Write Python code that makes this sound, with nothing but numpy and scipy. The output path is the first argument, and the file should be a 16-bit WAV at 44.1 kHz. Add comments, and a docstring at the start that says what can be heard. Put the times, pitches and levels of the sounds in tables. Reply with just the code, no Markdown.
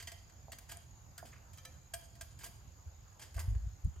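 """Climbing from a ladder into a tree

Some way across a garden, someone climbs off the top of an aluminium ladder into a big tree. Rungs, rails
and loose gear clank and ring, boots knock and scuff on wood; a faint echo and a bright sizzle follow.
An insect ticks with its wings over a low outdoor rumble. Near the end, wind buffets the microphone."""
import sys
import numpy as np
from scipy import signal
from scipy.fft import rfft, irfft
from scipy.io import wavfile
from scipy.ndimage import uniform_filter1d

SR = 44100
rng = np.random.default_rng(int(sys.argv[2]) if len(sys.argv) > 2 else 0)


def wav_record(signal):
    """Record a signal, one row per channel, as 16-bit PCM in the file named by sys.argv[1]."""
    frames = np.transpose(np.atleast_2d(signal))
    bounded = np.clip(frames, -1, 1)
    # unit amplitude maps onto the largest positive 16-bit level
    quanta = np.round(bounded * 32767).astype(np.int16)
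    wavfile.write(sys.argv[1], SR, quanta)


N = 4 * SR


def amp(db):
    """Decibels to gain."""
    return 10 ** (np.asarray(db) / 20)


def unit_rms(x):
    """Scales to rms 1."""
    return x / np.sqrt(np.mean(x ** 2) + 1e-20)


def curve(points, hz):
    """Reads a table on a log-frequency axis."""
    freq_hz, value = np.transpose(points)
    return np.interp(np.log(hz + 1), np.log(freq_hz + 1), value)


def add(mix, start_s, sound):
    """Drops a sound into the mix at start_s."""
    part = mix[..., max(round(start_s * SR), 0):][..., :sound.shape[-1]]
    part += sound[..., :part.shape[-1]]


def noise_pair(colour_db, size):
    """Two unrelated noises of rms 1; colour_db gives the relative level at each frequency."""
    colour = amp(colour_db(np.fft.rfftfreq(size, 1 / SR)))
    return unit_rms(irfft(rfft(rng.standard_normal((2, size))) * colour, size))


def wobble(size, smooth_samples):
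    """Smoothed random movement of rms 1."""
    return unit_rms(uniform_filter1d(rng.standard_normal(size), size=smooth_samples))


def blend(left, other, likeness):
    """Makes a right channel: likeness 1 copies left, 0 gives only the other signal."""
    return likeness * left + np.sqrt(1 - likeness ** 2) * other


def burst(t, attack_s, decay_s):
    """Linear attack, exponential decay."""
    return np.minimum(t / attack_s, 1) * np.exp(-np.maximum(t - attack_s, 0) / decay_s)


def damped_hit(level_db, pitch_hz, decay_s, attack_s, width_octaves, skirt_db=-18):
    """A contact that does not ring: noise through one broad, quickly damped resonance."""
    def resonance_db(hz):
        octaves_off = np.log2((hz + 1) / pitch_hz)
        return skirt_db * np.log10(1 + (octaves_off / width_octaves) ** 4)

    t = np.arange(SR // 3) / SR
    envelope = burst(t, attack_s, decay_s)
    body = noise_pair(resonance_db, len(t)) * envelope
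    return amp(level_db) * np.array([unit_rms(side) for side in body]) * np.sqrt(np.mean(envelope ** 2))


# Low outdoor rumble and soft hiss, with a separate thin band of high hiss: freq_hz, relative_db
BED_TONE = [(20, -38), (30, -20), (43, -5), (60, 1), (90, 2.5), (125, -4.5), (170, -15.5), (250, -20.5),
            (400, -25), (800, -22.5), (1500, -28.5), (3000, -35), (4200, -34.5), (5000, -31.5), (5800, -36),
            (6800, -23), (7800, -38), (9400, -67), (10700, -40.5), (12500, -38.5), (15500, -52)]
# Left-right likeness of bed and echo; the top hiss is nearly mono: freq_hz, likeness
STEREO_LIKENESS = [(30, 0.96), (130, 0.85), (300, 0.59), (1000, 0.074), (4000, 0.2), (7000, 0.13),
                   (11000, 0.83)]
# Lean of the bed: freq_hz, left_minus_right_db
BED_PAN = [(60, -4), (250, -1), (600, 0), (1200, -1), (2500, -1), (5000, 2.5), (12000, 0)]


def rumble_and_hiss(level_db=-56, drift_db=2, full_drift_hz=164):
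    """A bed of low rumble and soft hiss, drifting in patches."""
    frames, hz = N // 256 + 5, np.fft.rfftfreq(2048, 1 / SR)
    real, imaginary = rng.standard_normal((2, 2, frames, len(hz))).swapaxes(0, 1)
    left, other = real + 1j * imaginary
    patches = uniform_filter1d(rng.standard_normal(left.shape), size=14, axis=0)
    patches = unit_rms(uniform_filter1d(patches, size=24, axis=1))
    depth_db = drift_db * np.minimum(hz / full_drift_hz, 1)  # the deep rumble stays steadier
    spectra = np.array([left, blend(left, other, curve(STEREO_LIKENESS, hz))])
    spectra *= amp(curve(BED_TONE, hz) + depth_db * patches)
    spectra *= amp(np.outer([.5, -.5], curve(BED_PAN, hz)))[:, None]
    _, bed = signal.istft(spectra.transpose(0, 2, 1), nperseg=2048, noverlap=1792)
    return amp(level_db) * unit_rms(bed[:, :N])


def insect(level_db=-63.5, pan_db=-2.5, uneven_db=2, rasp=0.15):
    """Steady ticking: wing strokes come in pairs, each a short, raspy, falling chirp."""
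    pairs_per_s, pair_gap_s, stroke_s, jitter_s = 22.1, .016, .01408, .0009
    pitch_hz, scatter_hz, fall_hz_per_s = 6746, 50, 87500
    out = np.zeros((2, N))
    t = np.arange(0, stroke_s, 1 / SR) - stroke_s / 2
    for start_s in np.arange(0, N / SR, 1 / pairs_per_s):
        for lag_s in (0, pair_gap_s):
            late, loud, sharp, skew = rng.standard_normal(4)
            phase = 2 * np.pi * np.cumsum(pitch_hz + scatter_hz * sharp - fall_hz_per_s * t) / SR
            chirp = np.sin([phase, phase + .5 * skew])
            teeth = 1 + rasp * wobble(2048, 40)[:len(t)]
            envelope = amp(uneven_db * loud) * np.hanning(len(t))
            add(out, start_s + lag_s + jitter_s * late, envelope * teeth * chirp)
    return out * amp([[level_db + pan_db / 2], [level_db - pan_db / 2]])


# Ringing pitches of the ladder, by part; the top two add a high sizzle: pitch_hz, relative_db, t60_s
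RING_PITCHES = { "rung": [(684, -2, .2), (1010, -14, .11), (1230, -13, .11), (1599, 3.5, .08),
                (1653, -2, .07), (2371, -14, .2), (2910, -6, .06), (3217, 0, .065), (4717, -3, .06),
                (4824, 0, .05), (6040, -3, .05), (6857, 2, .06), (7090, -2, .06), (7880, -1, .06),
                (8263, 5, .075), (8767, 1, .06), (11150, -5, .08), (12750, -3, .08)],
                "hook": [(682, -5.5, .17), (1595, 0, .09), (1913, 1, .1), (2056, -1, .1), (2362, -5, .09),
                (2750, -2, .07), (2908, -2, .07), (3164, 0, .08), (3343, -4, .06), (4503, 1, .07),
                (4870, -1, .07), (6121, 0, .08), (6900, -4, .1), (7919, -5, .11)], "rail": [(521, -17, .6),
                (700, -12, .15), (1300, -6, .1), (1761, -7, .19), (2371, -13.5, .55), (3140, -4.5, .11),
                (3980, -1.5, .07), (4990, -3, .07), (6150, -4, .09)]}


def ladder_ring(t, part, tilt_db, load_detune=.004, twin_gain=.52, flutter_db=2):
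    """The struck part rings unevenly: each tone beats against a weaker twin close by."""
    ring = 0
    for pitch_hz, level_db, t60_s in RING_PITCHES[part]:
        pitch_hz *= 1 + load_detune * rng.standard_normal()  # shifting weight bends the pitch
        spread_hz = 17.2 * np.sqrt(pitch_hz / 1000)
        twin_hz = pitch_hz + spread_hz * rng.standard_normal()
        phase_turns = rng.random((2, 1))
        tone = np.sin(2 * np.pi * (pitch_hz * t + phase_turns))
        twin = twin_gain * np.cos(2 * np.pi * (twin_hz * t + phase_turns))
        level_db += tilt_db * np.log2(pitch_hz / 2000)
        envelope = amp(level_db + flutter_db * wobble(len(t), 400) - 60 * t / t60_s)
        ring += envelope * (tone + twin)
    return ring


# Tone of the dense clatter under the ring: freq_hz, relative_db
CLATTER_TONE = [(100, -28.5), (400, -16.5), (550, -17.5), (720, -14), (1050, -9.5), (1380, -11.5),
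                (1620, -3), (2000, -4), (2550, -5), (3200, -2.5), (3800, -6.5), (4400, -4), (4850, 4),
                (5700, -4.5), (6300, 0.5), (7200, 3), (8500, 7), (9600, 0), (11200, -1.5), (13000, -.5),
                (15500, -12)]
# Hits on the ladder: start_s, level_db, clatter_tilt_db_per_octave, attack_s, decay_s,
# ring_trim_db, ring_tilt_db_per_octave, part
LADDER_HITS = [ (.000, -50, -5.5, 0.00091, 0.03, -2, -0.5, "hook"),
               (.025, -49, -3, 0.00082, 0.0083, -8.5, 3, "hook"),
               (0.0719, -46, -5, 0.00051, 0.015, -0.5, 3, "hook"),
               (0.117, -47.5, -3, 0.0015, 0.0091, -7.5, -5, "hook"),
               (0.297, -61.5, -4, .00072, 0.0032, -6, 2, "hook"),
               (0.5184, -46, -2.5, 0.0019, 0.0091, -5, -0.5, "hook"),
               (.529, -47, -8.5, 0.0018, .005, -13.5, 7, "hook"),
               (0.5849, -46, -1, 0.0017, 0.0046, -16, 1, "hook"),
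               (0.687, -52.5, -5, 0.0091, 0.041, -6.5, 2.5, "hook"),
               (.694, -58, -9, 0.0035, 0.0059, 5, 1, "rung"),
               (.713, -48, -4.5, 0.0076, 0.0093, 6, -0.5, "rung"),
               (.7705, -60, 0, .0006, 0.0016, -8, 3, "rung"),
               (1.178, -46.5, -2, 0.0019, 0.011, -14, -5, "rung"),
               (1.253, -57, -4, 0.0009, 0.039, -14, 0, "hook"),
               (1.532, -57, -2.5, 0.0012, 0.0142, -5, 0, "rail"),
               (1.572, -56, -3.5, .003, .011, -16, -4, "rail"),
               (1.582, -56.5, -4, 0.00082, 0.0087, 6, 0, "rail"),
               (1.6495, -47.5, -3, .0038, 0.0066, 3.5, -0.5, "rail"),
               (1.9352, -38, -1.5, 0.0052, 0.0071, -1.5, 0, "rung"),
               (2.152, -60.5, -3, 0.0019, 0.013, -7, -10.5, "hook"),
               (2.2084, -43.5, -2.5, 0.0041, 0.01, -5.5, -0.5, "rung"),
               (2.389, -55, -2, 0.0018, 0.024, -10, 0, "rung"),
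               (2.407, -54.5, -7, 0.00404, 0.03, -18, 0, "rung"),
               (2.431, -53.5, -11.5, .0052, 0.024, -4, 3.5, "rung"),
               (2.4405, -44.5, -2, 0.0017, 0.015, -7.5, 2.5, "rung"),
               (2.459, -49.5, -2, 0.0041, 0.013, -5, -4, "rung"),
               (3.193, -57, -5, .0028, 0.049, -4, 0.5, "rung"),
               (3.212, -51.5, -5.5, 0.014, 0.023, -1.5, 7, "hook"),
               (3.342, -57.5, -5, 0.0022, 0.024, -6, 3.5, "rung"),
               (3.362, -53.5, -2, 0.0054, 0.015, -4, -7, "rung"),
               (3.378, -51, -14, 0.0032, 0.0072, -5.5, -1, "rung"),
               (3.391, -42.5, -1.5, 0.0016, 0.018, -20, -10, "rung"),
               (3.397, -52.5, -7, 0.0039, 0.017, 2, -4.5, "hook"),
               (3.549, -59, -14, 0.0012, 0.012, -22, 0, "rung"),
               (3.960, -59.5, -20, 0.0019, 0.0095, -21, 3, "rung")]


def ladder_clanks(grit_db=1.0, ring_lag_s=.0007):
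    """Metal chatters on metal and leaves the part ringing; each hit has its own ring brightness."""
    out, t = np.zeros((2, N)), np.arange(SR // 2) / SR
    for start_s, level_db, tilt_db, attack_s, decay_s, ring_trim_db, ring_tilt_db, part in LADDER_HITS:
        grit = amp(grit_db * wobble(len(t), 30))
        hiss = noise_pair(lambda hz: curve(CLATTER_TONE, hz) + tilt_db * np.log2(hz / 4000 + .16), len(t))
        clatter = unit_rms(hiss * grit) * burst(t, attack_s, decay_s)
        ring = .5 * amp(ring_trim_db) * ladder_ring(t, part, ring_tilt_db)
        ring_onset = np.minimum(t / (attack_s + ring_lag_s), 1)
        add(out, start_s, amp(level_db) * (clatter + ring * ring_onset))
    return out


# Share of the left channel fed to the right: freq_hz, likeness
CLIMB_LIKENESS = [(300, 1), (2000, 0.98), (5000, 0.84), (8000, 0.91), (12000, 1)]
# Lean of the climb: freq_hz, left_minus_right_db
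CLIMB_PAN = [(200, 8), (650, -3), (1000, -6.5), (1900, -2.5), (3800, -2), (7500, 0.5), (12000, -0.5)]
# Phase between the microphone ports: freq_hz, left_lead_rad
CLIMB_PHASE = [(100, 0.66), (1000, 0.69), (3000, 0.42), (5000, 0.81), (7000, 1.13), (8500, 2.48),
               (10500, 2.36), (12500, 0.75), (15000, 0)]


def place_at_ladder(sound):
    """Sets a sound a little to the right, as two closely spaced microphone ports hear it."""
    hz = np.fft.rfftfreq(N, 1 / SR)
    left, other = rfft(sound)
    right = blend(left, other, curve(CLIMB_LIKENESS, hz))
    lean = amp(curve(CLIMB_PAN, hz) / 2) * np.exp(.5j * curve(CLIMB_PHASE, hz))
    return irfft(np.array([left * lean, right / lean]), N)


# Length of the echo and its sizzle: freq_hz, t60_s
TAIL_DECAY = [(200, 0.81), (800, 0.51), (3000, 0.68), (7000, 0.72), (14000, 0.29)]
# Tone of the echo and its sizzle: freq_hz, relative_db
TAIL_TONE = [(300, 7), (700, 2.5), (1600, -2), (3000, 1), (5000, 0), (8000, -9.5), (10500, 5), (14000, 4.5)]


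def diffuse_echo(sound, level_db=-7, fade_in_s=.0019):
    """Diffuse echo, with a bright sizzle trailing each hit."""
    hz, t, (left, other) = signal.stft(rng.standard_normal((2, SR)), SR, nperseg=256)
    hz = hz[:, None]
    spectra = np.array([left, blend(left, other, curve(STEREO_LIKENESS, hz))])
    spectra *= amp(curve(TAIL_TONE, hz) - 60 * t / curve(TAIL_DECAY, hz))
    _, tail = signal.istft(spectra, SR, nperseg=256)
    tail *= np.minimum(np.arange(tail.shape[1]) / SR / fade_in_s, 1) ** 2
    return amp(level_db) * signal.fftconvolve(sound, tail / np.linalg.norm(tail[0]), axes=1)[:, :N]


def wall_slap(sound, level_db=-21, delay_s=.103, smear_s=.011):
    """A house wall throws back one late, smeared reflection."""
    t = np.arange(SR // 4) / SR
    taps = rng.standard_normal(len(t)) * np.exp(-.5 * ((t - delay_s) / smear_s) ** 2)
    return amp(level_db) * signal.fftconvolve(sound, taps[None] / np.linalg.norm(taps), axes=1)[:, :N]


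# Dull knocks of the climb: start_s, level_db, pitch_hz, decay_s
DULL_KNOCKS = [(.4825, -53.5, 710, 0.0096), (.495, -56.5, 680, .0095), (.724, -62.5, 730, 0.02),
               (1.181, -54.5, 1550, 0.021), (1.2274, -45, 760, 0.0048), (1.252, -57, 675, 0.0055),
               (3.379, -48, 686, .0047), (3.396, -72, 1950, 0.0048), (3.405, -58, 1040, 0.03)]


def dull_knocks():
    """Short, dull, quickly damped knocks."""
    out = np.zeros((2, N))
    for start_s, *knock in DULL_KNOCKS:
        add(out, start_s, damped_hit(*knock, attack_s=.0014, width_octaves=.25))
    return out


# Small, bright clicks: start_s, level_db, pitch_hz, decay_s
BUCKLE_CLICKS = [(0.7714, -38.5, 8400, 0.0008), (3.847, -51.5, 9400, 0.0008)]


def buckle_clicks():
    """A buckle makes tiny, hard contacts with a sharp attack."""
    out = np.zeros((2, N))
    for start_s, *click in BUCKLE_CLICKS:
        add(out, start_s, damped_hit(*click, attack_s=.00017, width_octaves=.3))
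    return out


# Soft, low thuds: start_s, level_db, pitch_hz, decay_s, attack_s
LIMB_THUDS = [(1.236, -62, 185, 0.066, 0.011), (2.478, -50.5, 100, 0.011, 0.011)]


def limb_thuds():
    """Weight lands on the tree limb with a soft thud, in mono."""
    out = np.zeros(N)
    for start_s, *thud in LIMB_THUDS:
        add(out, start_s, damped_hit(*thud, width_octaves=.66)[0])
    return out


# Short midrange scrapes: start_s, level_db, pitch_hz, decay_s, attack_s
BARK_SCUFFS = [(1.319, -58, 1760, 0.013, 0.017), (1.352, -64, 1670, 0.019, 0.013),
               (3.372, -50.5, 1430, .01, 0.014)]


def bark_scuffs():
    """Soles drag over bark in brief swells of friction noise."""
    out = np.zeros((2, N))
    for start_s, *scuff in BARK_SCUFFS:
        add(out, start_s, damped_hit(*scuff, width_octaves=.66))
    return out


# Wind thumps: centre_s, level_db, half_width_s, pitch_hz
WIND_BUFFETS = [(2.88, -41.5, 0.0097, 84), (3.37, -31.5, 0.007, 61), (3.436, -41, 0.057, 81.5),
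                (3.486, -26.5, 0.00505, 75), (3.523, -29.5, 0.013, 53), (3.569, -31, 0.011, 63),
                (3.621, -39, 0.051, 55.1), (3.673, -33.5, 0.0037, 86), (3.858, -25.5, 0.0075, 54),
                (3.875, -38, 0.0036, 156), (3.898, -39.5, 0.015, 73.5), (3.99, -48, 0.026, 63)]
# Tone of their turbulence: freq_hz, relative_db
TURBULENCE_TONE = [(20, -18), (35, -20), (55, 11.5), (80, 11), (115, 4), (160, -18), (240, -24),
                   (400, -47.5), (900, -71), (3000, -90)]


def wind_buffets(stereo_width=.33, churn=.67):
    """Eddies push on the microphone: short, deep swings of pressure with some turbulence."""
    out, t = np.zeros((2, N)), np.arange(SR // 4) / SR - 1 / 8
    for centre_s, level_db, half_width_s, pitch_hz in WIND_BUFFETS:
        envelope = np.exp(-.5 * (t / half_width_s) ** 2)
        turbulence, side = noise_pair(lambda hz: curve(TURBULENCE_TONE, hz), len(t)) * envelope
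        swing = envelope * np.sin(2 * np.pi * (pitch_hz * t + rng.random()))
        mid = unit_rms(swing) + churn * unit_rms(turbulence)
        thump = np.array([unit_rms(mid + sign * stereo_width * unit_rms(side)) for sign in (1, -1)])
        add(out, centre_s + t[0], amp(level_db) * thump * np.sqrt(np.mean(envelope ** 2)))
    return out


def scene():
    """Clanks, knocks and scuffs feed the echoes; thuds, buckle, insect, bed and wind stay dry."""
    climb = ladder_clanks() + dull_knocks() + bark_scuffs()
    thuds, buckle = limb_thuds(), buckle_clicks()
    placed = place_at_ladder(climb + wall_slap(climb) + buckle)
    echo = diffuse_echo(place_at_ladder(climb))
    return placed + echo + thuds + insect() + rumble_and_hiss() + wind_buffets()


def record(dry, low_cut_hz=27, high_cut_hz=15900):
    """A gentle low cut and a steep high cut trim the mix."""
    low_cut = signal.butter(2, low_cut_hz, "highpass", fs=SR, output="sos")
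    high_cut = signal.firwin(511, high_cut_hz, window=("kaiser", 9), fs=SR)
    return signal.oaconvolve(signal.sosfiltfilt(low_cut, dry), high_cut[None], "same")


dry = scene()
out = record(dry)
wav_record(out)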